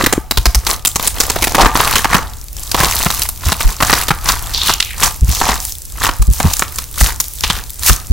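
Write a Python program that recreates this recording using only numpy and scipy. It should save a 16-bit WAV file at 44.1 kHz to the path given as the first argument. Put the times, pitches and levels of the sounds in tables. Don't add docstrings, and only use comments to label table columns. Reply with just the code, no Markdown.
import sys
import numpy as np
from scipy import signal
from scipy.fft import rfft, irfft
from scipy.io import wavfile
from scipy.ndimage import uniform_filter1d

SR = 44100
rng = np.random.default_rng(int(sys.argv[2]) if len(sys.argv) > 2 else 0)


def int16_out(signal):
    q = np.round(np.clip(np.atleast_2d(signal).T, -1, 1) * 32767)
    wavfile.write(sys.argv[1], SR, q.astype(np.int16))


N = 358091
TIME = np.arange(N) / SR
SHATTER_S = 3.34

# start_s, flake_db (sharp sound of the flakes), shell_db (hollow sound)
SNAPS = [(0.041, -25, -20.5), (0.062, -17, -8.5), (0.126, -21, -10.5), (0.31, -21, -17.5),
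         (0.373, -20, -13.5), (0.456, -18, -11.5), (0.547, -19, -18), (0.667, -22.5, -22.5),
         (0.85, -17, -22.5), (0.872, -18, -30), (0.958, -21.5, -15.5), (0.996, -32.5, -21.5),
         (1.074, -17, -36), (1.202, -13.5, -15.5), (1.235, -31.5, -27), (1.299, -22.5, -17.5),
         (1.361, -36, -17), (1.423, -21.5, -17.5), (1.44, -19.5, -23.5), (1.471, -26.5, -16.5),
         (1.547, -21.5, -10.5), (1.582, -42, -10), (1.609, -21, -12), (1.658, -43.5, -2), (1.754, -37, -8),
         (1.798, -37, -9.5), (1.956, -13.5, -17), (2.045, -26.5, -9.5), (2.144, -21, -1.5),
         (2.715, -26, -29.5), (2.745, -27, -11), (2.834, -23.5, -12), (3.062, -34, -12),
         (3.103, -26.5, -18), (3.219, -23, -29.5), (3.289, -26.5, -30.5), (3.52, -23, -13.5),
         (3.606, -26.5, -21), (3.804, -34.5, -13.5), (3.824, -21, -6), (3.897, -28, -8.5),
         (3.928, -16.5, -3), (4.083, -24.5, -18), (4.106, -33.5, -9), (4.288, -18.5, -20),
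         (4.695, -23, -12), (4.737, -23.5, -39), (4.801, -19.5, -32.5), (4.826, -26.5, -39),
         (5.033, -14.5, -12.5), (5.414, -33.5, -11), (5.489, -27, -11), (6.036, -25, -22),
         (6.067, -29.5, -16), (6.09, -38, -12.5), (6.221, -29.5, -26.5), (6.402, -35, -14),
         (6.535, -23.5, -40.5), (6.594, -23, -26), (6.622, -34, -13.5), (6.785, -27.5, -26.5),
         (7.01, -22, -12), (7.201, -19.5, -28.5), (7.408, -32, -82), (7.437, -22.5, -16),
         (7.5, -22.5, -15.5), (7.704, -37, -68), (7.895, -25.5, -10)]
# start_s, hold_s, level_db (relative, at the start),
# pitch_hz (resonance at the start), fall_octaves_per_s
EDGE_SLIPS = [(4.535, 0.2, -16, 4140, 1.94), (4.8, 0.13, -27, 3350, 5.2), (5.31, 0.2, -21, 6000, 0.12),
              (7.431, 0.14, -26, 3400, 0.83)]


def snaps(flake, grit, shell, coarse, sharp_db=13.5, hollow_db=5.0, shell_s=0.0014):
    flake_s, longest_run_s = 0.0011, 0.0062
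    sharp, dull = np.zeros((2, 2, N))
    for s, flake_db, shell_db in SNAPS:
        share = coarse[int(s * SR)]
        edge = np.sqrt(share) * unit(flake) + np.sqrt(1 - share) * unit(grit)
        edge = piece(edge, centre_hz=7000 * 0.31 ** share, own_db=6.0)
        for start, hold, _, hz, _ in EDGE_SLIPS:
            if start <= s <= start + hold:
                edge = unit(resonate(flake, hz, 1))
        run = longest_run_s * min(1, undb(0.5 * (flake_db + shell_db + 42.5)))
        add(sharp, s, undb(flake_db + sharp_db) * fracture(edge, flake_s, run))
        add(dull, s, undb(shell_db + hollow_db) * fracture(shell, shell_s, run))
    return (sharp + hollow(dull)) * np.sqrt(SR / 100)


def fracture(response, decay_s, run_s, count=8, size=2048):
    delay = np.append(0, rng.uniform(0, 2 * run_s, count - 1))
    age = TIME[:size] - delay[:, None]
    power = rng.uniform(0.29, 1, (count, 1)) * np.exp(-delay[:, None] / run_s)
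    jerks = power * (age >= 0) * np.exp(-2 * np.abs(age) / decay_s)
    return unit(burst(response, np.sqrt(np.sum(jerks, axis=0))))


def crumbling(flake, grit, shell, coarse, crackle_db, crunch_db):
    flakes = grains(flake, centre_hz=3470, rate=1050, spread_db=9, decay_s=0.0006)
    flakes = flakes + undb(-7) * steady(flake)
    fines = grains(grit, centre_hz=6400, rate=750, spread_db=17.5, decay_s=0.00042)
    fines = fines + steady(grit)
    crunch = grains(shell, centre_hz=965, rate=450, spread_db=5.5, decay_s=0.0011)
    crunch = crunch + undb(-8.5) * steady(shell)
    crackle = np.sqrt(coarse) * flakes + np.sqrt(1 - coarse) * fines
    return undb(crackle_db) * crackle + undb(crunch_db - 5.5) * hollow(crunch)


def breakage():
    # start_s (of the hold), hold_s, crackle_db, crunch_db
    squeezes = [(0.0, 0.014, -20.5, -8.5), (0.699, 0.013, -15.5, -13), (1.047, 0.0062, -16, -17),
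                (1.174, 0.5, -26.5, -22.5), (1.603, 0.019, -16.5, 2), (1.769, 0.22, -17.5, -12.5),
                (2.129, 0.025, -18.5, -7), (2.58, 0.32, -30.5, -38.5), (2.793, 0.058, -14.5, -8),
                (2.894, 0.17, -18, -19.5), (3.126, 0.12, -21, -26.5), (3.464, 0.036, -20, -17.5),
                (3.608, 0.11, -24.5, -23), (3.838, 0.19, -19.5, -19.5), (4.291, 0.0075, -12, -8.5),
                (4.32, 0.36, -30, -28.5), (4.668, 0.022, -15, -15), (5.035, 0.015, -11.5, -10.5),
                (5.293, 0.26, -22, -26.5), (5.444, 0.087, -36, -13), (5.614, 0.09, -23.5, -77),
                (6.037, 0.014, -16.5, -12), (6.331, 0.27, -24, -36.5), (6.432, 0.055, -30, -17.5),
                (6.744, 0.077, -29.5, -37), (7.013, 0.01, -11, -17.5), (7.063, 0.021, -18, -16.5),
                (7.23, 0.25, -33.5, -87), (7.46, 0.13, -30, -25.5), (7.879, 0.0092, -5, -15.5)]
    rest_crackle_db, rest_crunch_db = -35, -69
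    crumb_flake_db, crumb_shell_db, crumb_db_per_s = -6.5, -15, 125
    loose = np.clip(TIME / SHATTER_S, 0.05, 1)
    power = (undb([[rest_crackle_db], [rest_crunch_db]]) * loose) ** 2
    for start, hold, crackle_db, crunch_db in squeezes:
        power += (undb([[crackle_db], [crunch_db]]) * swell(start, hold)) ** 2
    trickle = undb(-crumb_db_per_s * TIME[:SR // 2])
    for s, flake_db, shell_db in SNAPS:
        shed = undb([[flake_db + crumb_flake_db], [shell_db + crumb_shell_db]]) * trickle
        add(power, s, np.sqrt(loose[int(s * SR)]) * shed ** 2)
    return 10 * np.log10(power)


def swell(start, hold, press_db_per_s=332, ease_db_per_s=300):
    early = np.maximum(start - TIME, 0)
    late = np.maximum(TIME - start - hold, 0)
    return undb(-np.minimum(press_db_per_s * early + ease_db_per_s * late, 120))


def grains(response, centre_hz, rate, spread_db, decay_s, count=20):
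    pieces = [ring(piece(response, centre_hz), decay_s * rng.uniform(1.0, 3.44)) for _ in range(count)]
    out = np.zeros((2, N))
    for place, chance, size, which in rng.random((N // 40, 4)):
        if chance < rate * 40 / SR:
            gain = undb(-spread_db * np.log(0.015 + size))
            add(out, place * N / SR, gain * pieces[int(which * count)])
    power = np.abs(uniform_filter1d(np.mean(out ** 2, axis=0), SR // 20))
    return out / np.sqrt(power + 1e-12)


def piece(response, centre_hz, q=3, own_db=7):
    hz = centre_hz * 2 ** rng.uniform(-1.05, 1)
    return unit(response + undb(own_db) * resonate(response, hz, q))


def ring(response, decay_s, size=512):
    return unit(burst(response, np.exp(-TIME[:size] / decay_s)))


def hollow(x, q=1.65, direct_db=-5, ring_db=0.5):
    # time_s, pitch_hz
    grip = [(0.1, 1180), (1.61, 760), (1.66, 1110), (2.14, 1230), (2.75, 850), (3.8, 1040), (3.9, 1460),
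            (5.45, 870), (6.09, 1250), (6.42, 810), (6.62, 1300)]
    hz, = curves(grip)
    out = undb(direct_db) * x
    place = 3 * np.log2(hz / 1000)
    for step in range(-2, 3):
        weight = np.maximum(1 - np.abs(place - step), 0)
        out = out + undb(ring_db) * weight * resonate(x, 1000 * 2 ** (step / 3), q)
    return out


def scrapes(flake, sag_db_per_s=18, q=2.5):
    slips = grains(flake, centre_hz=4000, rate=900, spread_db=8, decay_s=0.0005) + steady(flake)
    out = 0
    for start, hold, db, hz, fall_octaves_per_s in EDGE_SLIPS:
        age = np.maximum(TIME - start, 0)
        rung = resonate(slips, hz, q)
        rung = signal.sosfilt(signal.butter(2, 0.72 * hz, "high", fs=SR, output="sos"), rung)
        slowed = np.cumsum(2 ** (-fall_octaves_per_s * age))
        sinking = np.array([np.interp(slowed, np.arange(N), side) for side in rung])
        gain = (TIME > start) * swell(start, hold) * undb(db - sag_db_per_s * age)
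        out = out + gain * sinking / rung.std()
    return out


def knocks(cycles=0.73):
    # start_s, level_db (before a random spread in each channel)
    deep_breaks = [(0.038, 1), (0.128, 2), (0.179, 5.5), (1.639, 0.5), (2.804, 1), (3.062, -4), (3.928, 1),
                   (4.106, -2), (6.451, 3.5)]
    whole_hz, broken_hz = 311, 154.5
    out, t = np.zeros((2, N)), TIME[:SR // 10]
    for s, db in deep_breaks:
        hz = np.interp(s, [0, SHATTER_S], [whole_hz, broken_hz]) * 2 ** (0.25 * rng.standard_normal())
        turns = hz * t
        swing = np.exp(-turns / cycles) * np.sin(2 * np.pi * turns)
        add(out, s, undb(db + 2 * rng.standard_normal((2, 1))) * swing)
    return out


def boom(plaster, low_hz=210, high_hz=640):
    # time_s, level_db
    boom_levels = [(0.19, 4), (0.31, -4), (1.65, -2.5), (2.1, -33)]
    boom_db, = curves(boom_levels)
    band = signal.butter(2, [low_hz, high_hz], "band", fs=SR, output="sos")
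    return undb(boom_db) * signal.sosfilt(band, plaster)


def hands(pressing_db, swell_s=0.016, scuff_db=-13, rumble_db=-25, lean=0.83, follow=0.25):
    # start_s, level_db (peak of the sine's envelope), pitch_hz
    jolts = [(0.372, -4, 50), (0.461, -2, 47.4), (0.553, -2, 52), (1.627, -2, 39), (3.456, -6.5, 78),
             (3.645, 3, 35.7), (5.213, 2, 56.5), (5.276, -3, 67), (6.193, 2, 43.2), (6.275, 5, 50.8),
             (6.44, -0.5, 85), (7.01, 3, 50.5), (7.892, 2, 52.7), (8.1, 7.5, 52.2)]
    # frequency_hz, level_db (relative)
    rumble_colour = [(15, -5.5), (55, 6), (200, -20.5), (3000, -38)]
    out, t = np.zeros((2, N)), TIME[:SR // 5]
    envelope = (t / swell_s * np.exp(1 - t / swell_s)) ** 2
    for s, db, hz in jolts:
        phase = 2 * np.pi * hz * t + rng.uniform(0, 2 * np.pi) + lean * rng.standard_normal((2, 1))
        band = signal.butter(2, [hz, 2.21 * hz], "band", fs=SR, output="sos")
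        scuff = signal.sosfilt(band, rng.standard_normal(len(t)))
        jolt = envelope * (np.sin(phase) + undb(scuff_db) * scuff / scuff.std())
        add(out, s, undb(db) * jolt)
    rumble_gain = undb(rumble_db + follow * (pressing_db - pressing_db.mean()))
    return out + rumble_gain * steady(colour(rumble_colour))


def room(x, wet_db=-15, t60=0.16, ring_db=-29, ring_t60=0.43, q=12):
    modes = [738, 875, 1198]
    t = TIME[:SR // 2]
    build_up = 1 - np.exp(-t / 0.027)
    early, late = (burst(colour([(1, 0)]), np.exp(-np.log(1000) * t / s) * build_up) for s in (t60, ring_t60))
    late = sum(resonate(late, hz, q) / hz for hz in modes)
    tail = undb(wet_db) * unit(early) + undb(ring_db) * unit(late)
    return x + signal.oaconvolve(x.mean(axis=0)[None], tail, axes=1)[:, :N]


def steady(response):
    return unit(burst(response, np.ones(N))[:, :N]) * np.sqrt(N)


def burst(response, envelope):
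    noise = envelope * rng.standard_normal((2, len(envelope)))
    mid, side = signal.oaconvolve(noise, response, axes=1)
    return np.array([mid + side, mid - side])


def colour(points, size=2048):
    # frequency_hz, side_db (against mid)
    width = [(40, -2), (700, -17), (4000, -11.5), (10000, -5.5)]
    hz = np.maximum(np.fft.rfftfreq(size, 1 / SR), 1)
    db, side_db = (np.interp(np.log(hz), np.log(np.array(p)[:, 0]), np.array(p)[:, 1]) for p in (points, width))
    cepstrum = irfft(np.log(undb([db, db + side_db])))
    cepstrum[:, 1:size // 2] *= 2
    cepstrum[:, size // 2 + 1:] = 0
    return irfft(np.exp(rfft(cepstrum)))


def resonate(x, hz, q):
    return signal.lfilter(*signal.iirpeak(hz, q, fs=SR), x)


def unit(x):
    return x / np.sqrt(np.sum(x ** 2) / 2)


def undb(db):
    return 10 ** (np.asarray(db) / 20)


def curves(table):
    s, *columns = np.transpose(table)
    return [np.interp(TIME, s, c) for c in columns]


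def add(out, s, sound):
    start = max(int(s * SR), 0)
    part = sound[:, :max(N - start, 0)]
    out[:, start:start + part.shape[1]] += part


def scene():
    # frequency_hz, level_db (relative)
    flake_colour = [(300, -44), (1200, -11), (4200, -7), (7500, -10.5), (16000, -18.5)]
    grit_colour = [(500, -28.5), (3000, -12), (6000, -4), (16000, -4)]
    shell_colour = [(150, -0.5), (600, -10.5), (800, -7), (1150, -5.5), (1450, -10), (1850, -9.5),
                    (12000, -28)]
    flake, grit, shell = colour(flake_colour), colour(grit_colour), colour(shell_colour)
    crackle_db, crunch_db = breakage()
    base_db, hollow_link, force_link = -2, 0.75, 0.18
    coarse_db = base_db + hollow_link * (crunch_db - crackle_db)
    coarse_db = coarse_db + force_link * (crackle_db - crackle_db.mean())
    coarse = 1 / (1 + undb(-coarse_db) ** 2)
    plaster = snaps(flake, grit, shell, coarse)
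    plaster = plaster + crumbling(flake, grit, shell, coarse, crackle_db, crunch_db)
    plaster = plaster + scrapes(flake)
    return room(plaster) + boom(plaster) + knocks() + hands(crunch_db)


def record(dry, ceiling=0.89, top_hz=15900):
    clipped = dry / (1 + (dry / ceiling) ** 8) ** (1 / 8)
    return signal.sosfilt(signal.ellip(10, 0.2, 60, top_hz, fs=SR, output="sos"), clipped)


dry = scene()
out = record(dry)
int16_out(out)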